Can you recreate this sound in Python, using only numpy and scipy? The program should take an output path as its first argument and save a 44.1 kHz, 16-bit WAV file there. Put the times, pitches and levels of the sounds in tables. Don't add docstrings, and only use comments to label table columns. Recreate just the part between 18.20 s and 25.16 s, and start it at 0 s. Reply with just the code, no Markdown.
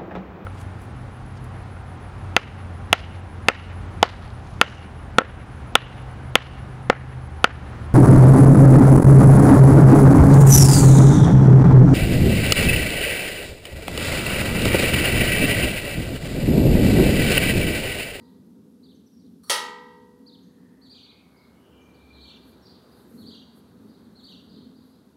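import sys
import numpy as np
from scipy import signal
from scipy.io import wavfile
from scipy.ndimage import uniform_filter1d

SR = 44100
rng = np.random.default_rng(int(sys.argv[2]) if len(sys.argv) > 2 else 0)


def bounce(signal):
    frames = np.transpose(np.atleast_2d(signal))
    limited = np.clip(frames, -1, 1)
    pcm = np.round(limited * 32767).astype(np.int16)
    wavfile.write(sys.argv[1], SR, pcm)


N = 306936
TIME = np.arange(N) / SR
CUTOFF_HZ = 15750

# (frequency [Hz], level [dB], t60 [s])
CLANG = [(180, -79.5, .4), (340, -64, 0.84), (610.6, -48.5, 0.27), (860, -75, 1), (1610, -55, 0.34),
         (2100, -60.5, 0.49), (2800, -56, 0.5), (4470, -56.5, 0.41), (6400, -54, 0.32), (7170, -68.5, 0.48),
         (9930, -51, 0.22), (11580, -68, 0.33), (15500, -70, 0.23)]
# (time after the main top [s], rise [s],
# fall [s], top [share of call's pitch], rise [octaves], fall [octaves], roundness, level [dB],
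# overtone [dB])
CHIRP_SHAPE = [(0, .02, .03, 0.99, .28, .53, 1.05, 0, -38),
               (.061, 0.026, .024, .905, .37, .66, .75, -1.5, -44)]


def bell(direct=0.56, build_s=0.012, waver_db=-0.56, twin_db=-25, twin_life=1.78):
    # (time [s], strength [dB])
    strokes = [(-0.47, -10.5), (1.297, -1.5)]
    # (frequency [Hz], level [dB], t60 [s])
    partials = [(420.5, -41.5, 1.65), (489.3, -41, 2.5), (603, -39, .38), (636, -42, .55),
                (848, -33.5, .88), (923, -31.5, 1.16), (926, -60, 3.6), (986, -32.5, 1.03),
                (1008.5, -37.4, 1.0), (1141, -47, 1.15), (1229.6, -29, .73), (1260, -35, .73),
                (1318, -29, .7), (1475, -44, .6), (1561, -41, .9), (1604, -49, 1.05), (1789, -34.5, .45),
                (1844, -47, .85), (1878, -32.5, .76), (1927, -27.5, .8), (1966.5, -35, .8), (2003, -42, .7),
                (2158, -35.5, .57), (2236, -37, .6), (2729, -44, .65), (2859, -35, .43), (3117, -30, .36),
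                (3185, -31, .36), (3262, -33, .36), (3301, -32, .38), (3775, -32, .42), (3850, -30, .34),
                (4008, -30, .3), (4479, -28, .31), (4560, -31, .33)]
    t = TIME[:3 * SR]
    ring = np.zeros(len(t))
    for hz, level_db, t60 in partials:
        fade = from_db(-60 * t / t60) + from_db(twin_db - 60 * t / (twin_life * t60))
        gain = from_db(level_db + waver_db * drift(6.2)[:len(t)])
        ring += fade * gain * np.sin(2 * np.pi * (hz * t + rng.random()))
    ring *= 1 - (1 - direct) * np.exp(-t / build_s)
    ring += from_db(-10) * overtones(t, spread_db=19.5)
    for hz, band in noise_bands(len(t)):
        level_db, t60 = at_hz(CLANG, hz)
        ring += band * from_db(level_db - 1.5 - 60 * t / t60)
    out = np.zeros(N)
    for s, strength_db in strokes:
        add(out, s, from_db(strength_db) * ring)
    return out


def overtones(t, spread_db, count=600, low_hz=2300):
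    offsets, phases = rng.random((count, 2)).T
    spacing_hz = (CUTOFF_HZ - low_hz) / count
    frequencies = low_hz + spacing_hz * (np.arange(count) + offsets)
    level_db, t60s = at_hz(CLANG, frequencies)
    uneven = rms_one(from_db(spread_db * np.clip(rng.standard_normal(count), -2, 2)))
    gains = uneven * from_db(level_db) * np.sqrt(2 * spacing_hz)
    out = np.zeros(len(t))
    for hz, gain, t60, phase in zip(frequencies, gains, t60s, phases):
        age = t[:round(t60 * SR)]
        add(out, 0, gain * from_db(-60 * age / t60) * np.sin(2 * np.pi * (hz * age + phase)))
    return out


def linkage():
    # (time [s], level [dB])
    rattle = [(1.225, -100), (1.236, -54.5), (1.26, -59.5), (1.295, -50), (1.32, -100)]
    # (frequency [Hz], width [Hz], level [dB])
    resonances = [(1210, 200, 9), (4400, 130, 13.5), (5640, 120, 7.5), (9450, 2500, 1.5)]
    rub = rng.standard_normal(N)
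    iron = sum(from_db(db) * resonate(rub, hz, width) for hz, width, db in resonances)
    return from_db(in_time(rattle)[0]) * rms_one(iron)


def sparrows(wall_echo_s=0.078):
    # (time [s], pitch [Hz], level [dB], direct share [0-1])
    chirps = [(.005, 4940, -59.5, 0.34), (0.646, 4690, -55, 0.73), (1.005, 4920, -67.5, 0.9),
              (2.079, 4905, -50.5, 1), (2.843, 4750, -49.5, .9), (3.178, 5060, -58.5, 0.46),
              (3.754, 4770, -63, 0.8), (4.488, 4570, -54.5, 0.2), (4.728, 5030, -59, 0.6),
              (5.7, 4960, -58, 0.43), (6.301, 4906, -49, 0.3), (6.36, 4690, -57, 0.03),
              (6.57, 5010, -58.5, 0.48), (6.7, 5050, -61, .1)]
    # (same four columns, wall echo [dB])
    chirrups = [(2.713, 4796, -42.5, 0.41, -18), (4.021, 4477, -42, 0.23, -8.5),
                (5.076, 4678, -41.5, 0.43, -12), (6.051, 4615, -42, 0.44, -18)]
    tsips = [(.755, 6600, -71, 1), (0.87, 6160, -66, 1), (0.931, 6030, -59.5, 0.32),
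             (2.235, 6900, -67.5, 0.7), (3.62, 6740, -64.5, 0.4), (4.428, 5890, -55, 0.25),
             (4.46, 5000, -44.5, 0.35), (4.509, 4990, -62, .15)]
    chirrup_shape = [(-.08, .024, 0.051, 0.94, 0.199, 0.61, 1.7, -7, -25.5),
                     (0, .022, .027, 1, 0.38, .55, 1.9, 0.5, -24.5),
                     (.049, .022, .034, .89, .55, .68, .8, 0, -30)]
    tsip_shape = [(0, 0.0093, .018, 0.96, 0.2, 0.49, 2.5, 0, -30.5)]
    direct, sung = np.zeros(N), np.zeros(N)
    for shape, calls in (CHIRP_SHAPE, chirps), (chirrup_shape, chirrups), (tsip_shape, tsips):
        for s, pitch_hz, level_db, share, *wall_echo in calls:
            for start, note in call(shape, s, pitch_hz):
                add(sung, start, from_db(level_db) * note)
                add(direct, start, share * from_db(level_db) * note)
                for echo_db in wall_echo:
                    add(direct, start + wall_echo_s, from_db(level_db + echo_db) * note)
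    return direct + yard(sung)


def call(shape, s, pitch_hz):
    for delay, rise, fall, top, rise_octaves, fall_octaves, roundness, level_db, overtone_db in shape:
        note = syllable(rise, fall, top * pitch_hz, rise_octaves, fall_octaves, roundness, overtone_db)
        yield s + delay - rise, from_db(level_db) * note


def syllable(rise, fall, top_hz, rise_octaves, fall_octaves, roundness, overtone_db,
             jitter=0.021, fade_db_per_octave=11, edge_db_per_octave=22):
    t = np.arange(-rise, fall, 1 / SR)
    from_top = np.abs(np.where(t < 0, t / rise, t / fall)) ** roundness
    octaves_down = np.where(t < 0, rise_octaves, fall_octaves) * from_top
    wobble = rms_one(uniform_filter1d(rng.standard_normal(SR // 10), size=60))[:len(t)]
    hz = top_hz * 2 ** -octaves_down * (1 + jitter * wobble)
    phase = 2 * np.pi * np.cumsum(hz) / SR
    whistle = from_db(-fade_db_per_octave * octaves_down) * np.sin(phase)
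    edge = from_db(overtone_db + edge_db_per_octave * octaves_down) * np.sin(2 * phase)
    return (whistle + edge) * signal.windows.tukey(len(t), alpha=0.36)


def breeze(porch_db=-4, murmur_db=-10):
    # (time [s], level [dB])
    steady = [(0, -54.5), (2.4, -48.5), (3.1, -55.5), (4.3, -54), (5.0, -52), (6.3, -48), (6.96, -53)]
    # (peak time [s], length [s], level [dB])
    gusts = [(.29, 0.55, -46.5), (.73, 0.24, -48), (1.08, 0.18, -45), (5.04, 0.17, -40.5),
             (5.67, 0.11, -43.5), (6.41, 0.17, -45.5)]
    # (frequency [Hz], width [Hz], level [dB])
    resonances = [(180.6, 34, -1), (227.1, 36.6, 1.5), (260.3, 29, 1.5), (412.3, 72, -7), (497, 19, -16.5)]
    # (frequency [Hz], level [dB])
    colour = [(40, -50.5), (60, -25.5), (100, 6), (135, -14.5), (180, -1), (250, 6.5), (320, -3.5),
              (460, -21.5), (600, -25), (1200, -43.5)]
    porch = sum(from_db(db) * narrow_noise(hz, width) for hz, width, db in resonances)
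    air = from_db(porch_db) * rms_one(porch) + from_db(murmur_db) * coloured(colour, flutter_db=2)
    return swells(gusts, in_time(steady)[0]) * air


def traffic():
    # (time [s], level [dB])
    road = [(0, -64.5), (1.1, -68), (2.2, -63.5), (2.8, -60), (3.5, -55), (4.3, -54), (4.8, -53.5),
            (5.2, -56), (6.2, -57), (6.96, -60)]
    # (frequency [Hz], level [dB])
    colour = [(45, -43), (70, 10.5), (150, 10.5), (400, 10), (600, 1), (900, 0), (1400, -3), (2000, -14),
              (3500, -20.5), (7000, -25.5)]
    # (time [s], pitch [Hz], level [dB])
    drone = [(0, 71.7, -81), (2.8, 68.7, -75), (3.3, 69.2, -68.5), (3.7, 71.9, -70.5), (3.95, 68.2, -52.5),
             (4.3, 65.8, -65), (4.7, 65, -82.5), (6.96, 68, -72)]
    # (start [s], end [s], pitch [Hz], width [Hz], level [dB])
    squeals = [(2.214, 2.808, 1810, 262, -71.5), (2.68, 3.15, 2443, 223, -66),
               (2.79, 3.504, 2188, 129, -67.5), (3.294, 3.848, 2960, 348, -67),
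               (3.434, 4.403, 2370, 70.4, -64.5)]
    out = from_db(in_time(road)[0] - 1) * coloured(colour, flutter_db=1)
    engine_hz, engine_db = in_time(drone)
    engine_gain = from_db(engine_db + 1.5 * drift(5.6)) * np.sqrt(2)
    wavering_hz = engine_hz * (1 + 0.0094 * drift(24))
    out += engine_gain * np.sin(2 * np.pi * np.cumsum(wavering_hz) / SR)
    for start, end, pitch_hz, width_hz, level_db in squeals:
        swell = np.sin(np.pi * np.clip((TIME - start) / (end - start), 0, 1))
        squeal = narrow_noise(pitch_hz, width_hz)
        out += from_db(level_db - 1.5 * drift(18)) * swell * squeal
    return out


def flock(count=90, low_hz=4400, spread_hz=550):
    # (time [s], level [dB])
    levels = [(0, -100), (1.1, -93), (2.4, -86.5), (3.3, -101.5), (4.0, -64), (4.8, -73), (5.6, -74.5),
              (6.96, -81)]
    sung = np.zeros(N)
    for k, (offset, pitch) in enumerate(rng.random((count, 2))):
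        s = (k + offset) / count * N / SR
        for start, note in call(CHIRP_SHAPE, s, low_hz + spread_hz * pitch):
            add(sung, start, note)
    return from_db(in_time(levels)[0]) * rms_one(yard(sung))


def leaves(gain_db=2):
    # (peak time [s], length [s], level [dB])
    rustles = [(4.07, 0.069, -76), (4.28, 0.07, -70), (4.77, 0.096, -72.5), (4.96, 0.21, -67.5),
               (5.38, 0.036, -69.5), (5.68, 0.21, -80.5), (6.1, 0.11, -78), (6.71, .2, -79)]
    # (frequency [Hz], level [dB])
    colour = [(3000, -28.5), (6500, -7), (8500, -2.5), (11500, 7.5), (13000, -2.5), (15500, -31)]
    return from_db(gain_db) * swells(rustles, steady_db=-83) * coloured(colour, flutter_db=-2)


def hiss(level_db=-76.5):
    # (frequency [Hz], level [dB])
    colour = [(1000, -5.5), (4000, 13), (7000, 7), (12000, 6), (14000, -5.5), (15500, -13)]
    return from_db(level_db) * coloured(colour, flutter_db=0)


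def yard(x, near_db=-4.5, near_t60=0.64, far_db=-11, far_t60=0.98, build_s=0.006, dull_hz=7000):
    t = TIME[:SR]
    near = rng.standard_normal(SR) * (rng.random(SR) < .02) * from_db(-60 * t / near_t60)
    far = rng.standard_normal(SR) * from_db(-60 * t / far_t60)
    arrived = 1 - np.exp(-t / build_s)
    echoes = from_db(near_db) * rms_one(arrived * near) + from_db(far_db) * rms_one(arrived * far)
    echoes = signal.sosfilt(signal.butter(4, dull_hz, fs=SR, output="sos"), echoes / np.sqrt(SR))
    return signal.fftconvolve(x, echoes)[:N]


def from_db(db):
    return 10 ** (np.asarray(db) / 20)


def rms_one(x):
    return x / np.sqrt(np.mean(x ** 2) + 1e-20)


def in_time(rows):
    s, *columns = np.transpose(rows)
    return [np.interp(TIME, s, column) for column in columns]


def at_hz(rows, hz):
    frequencies, *columns = np.transpose(rows)
    return [np.interp(np.log(hz), np.log(frequencies), column) for column in columns]


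def add(out, s, sound):
    i = round(s * SR)
    sound, i = sound[max(-i, 0):], max(i, 0)
    out[i:i + len(sound)] += sound[:max(N - i, 0)]


def swells(rows, steady_db):
    power = from_db(steady_db) ** 2
    for s, length, level_db in rows:
        power = power + from_db(level_db) ** 2 * np.exp(-(2 * (TIME - s) / length) ** 2)
    return np.sqrt(power)


def drift(rate_hz, step=40):
    r = np.exp(-2 * np.pi * rate_hz * step / SR)
    slow = signal.lfilter([1], [1, -2 * r, r * r], rng.standard_normal(N // step + 2002))[2000:]
    return np.interp(np.arange(N) / step, np.arange(len(slow)), rms_one(slow))


def resonate(x, hz, width_hz):
    r = np.exp(-np.pi * width_hz / SR)
    feedback = [1, -2 * r * np.cos(2 * np.pi * hz / SR), r * r]
    return signal.lfilter(np.array([1, 0, -1]) * (1 - r * r) / 2, feedback, x)


def narrow_noise(hz, width_hz):
    return rms_one(resonate(resonate(rng.standard_normal(N), hz, width_hz), hz, width_hz))


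def noise_bands(size):
    edges = np.geomspace(40, 16500, 27)
    white = rng.standard_normal((2, size + SR // 4)) * np.sqrt(SR / 2)
    for k, (low, high) in enumerate(zip(edges, edges[1:])):
        band = signal.sosfilt(signal.butter(2, [low, high], "band", fs=SR, output="sos"), white[k % 2])
        yield np.sqrt(low * high), band[-size:]


def coloured(colour, flutter_db):
    return rms_one(sum(band * from_db(at_hz(colour, hz)[0] + flutter_db * drift(12))
                       for hz, band in noise_bands(N)))


def scene(tail_low_hz=2200):
    stroke = bell() + linkage()
    tail = yard(stroke, near_db=-29.5, near_t60=.4, far_db=-18.5, far_t60=1.0, dull_hz=4600)
    tail = signal.sosfilt(signal.butter(2, tail_low_hz, "high", fs=SR, output="sos"), tail)
    return (stroke + tail + sparrows() + flock() + traffic() + breeze() + leaves() + hiss())[None]


def record(dry, low_cut_hz=55):
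    thin = signal.sosfilt(signal.butter(6, low_cut_hz, "high", fs=SR, output="sos"), dry)
    return signal.sosfilt(signal.ellip(12, .1, 80, CUTOFF_HZ, fs=SR, output="sos"), thin)


dry = scene()
out = record(dry)
bounce(out)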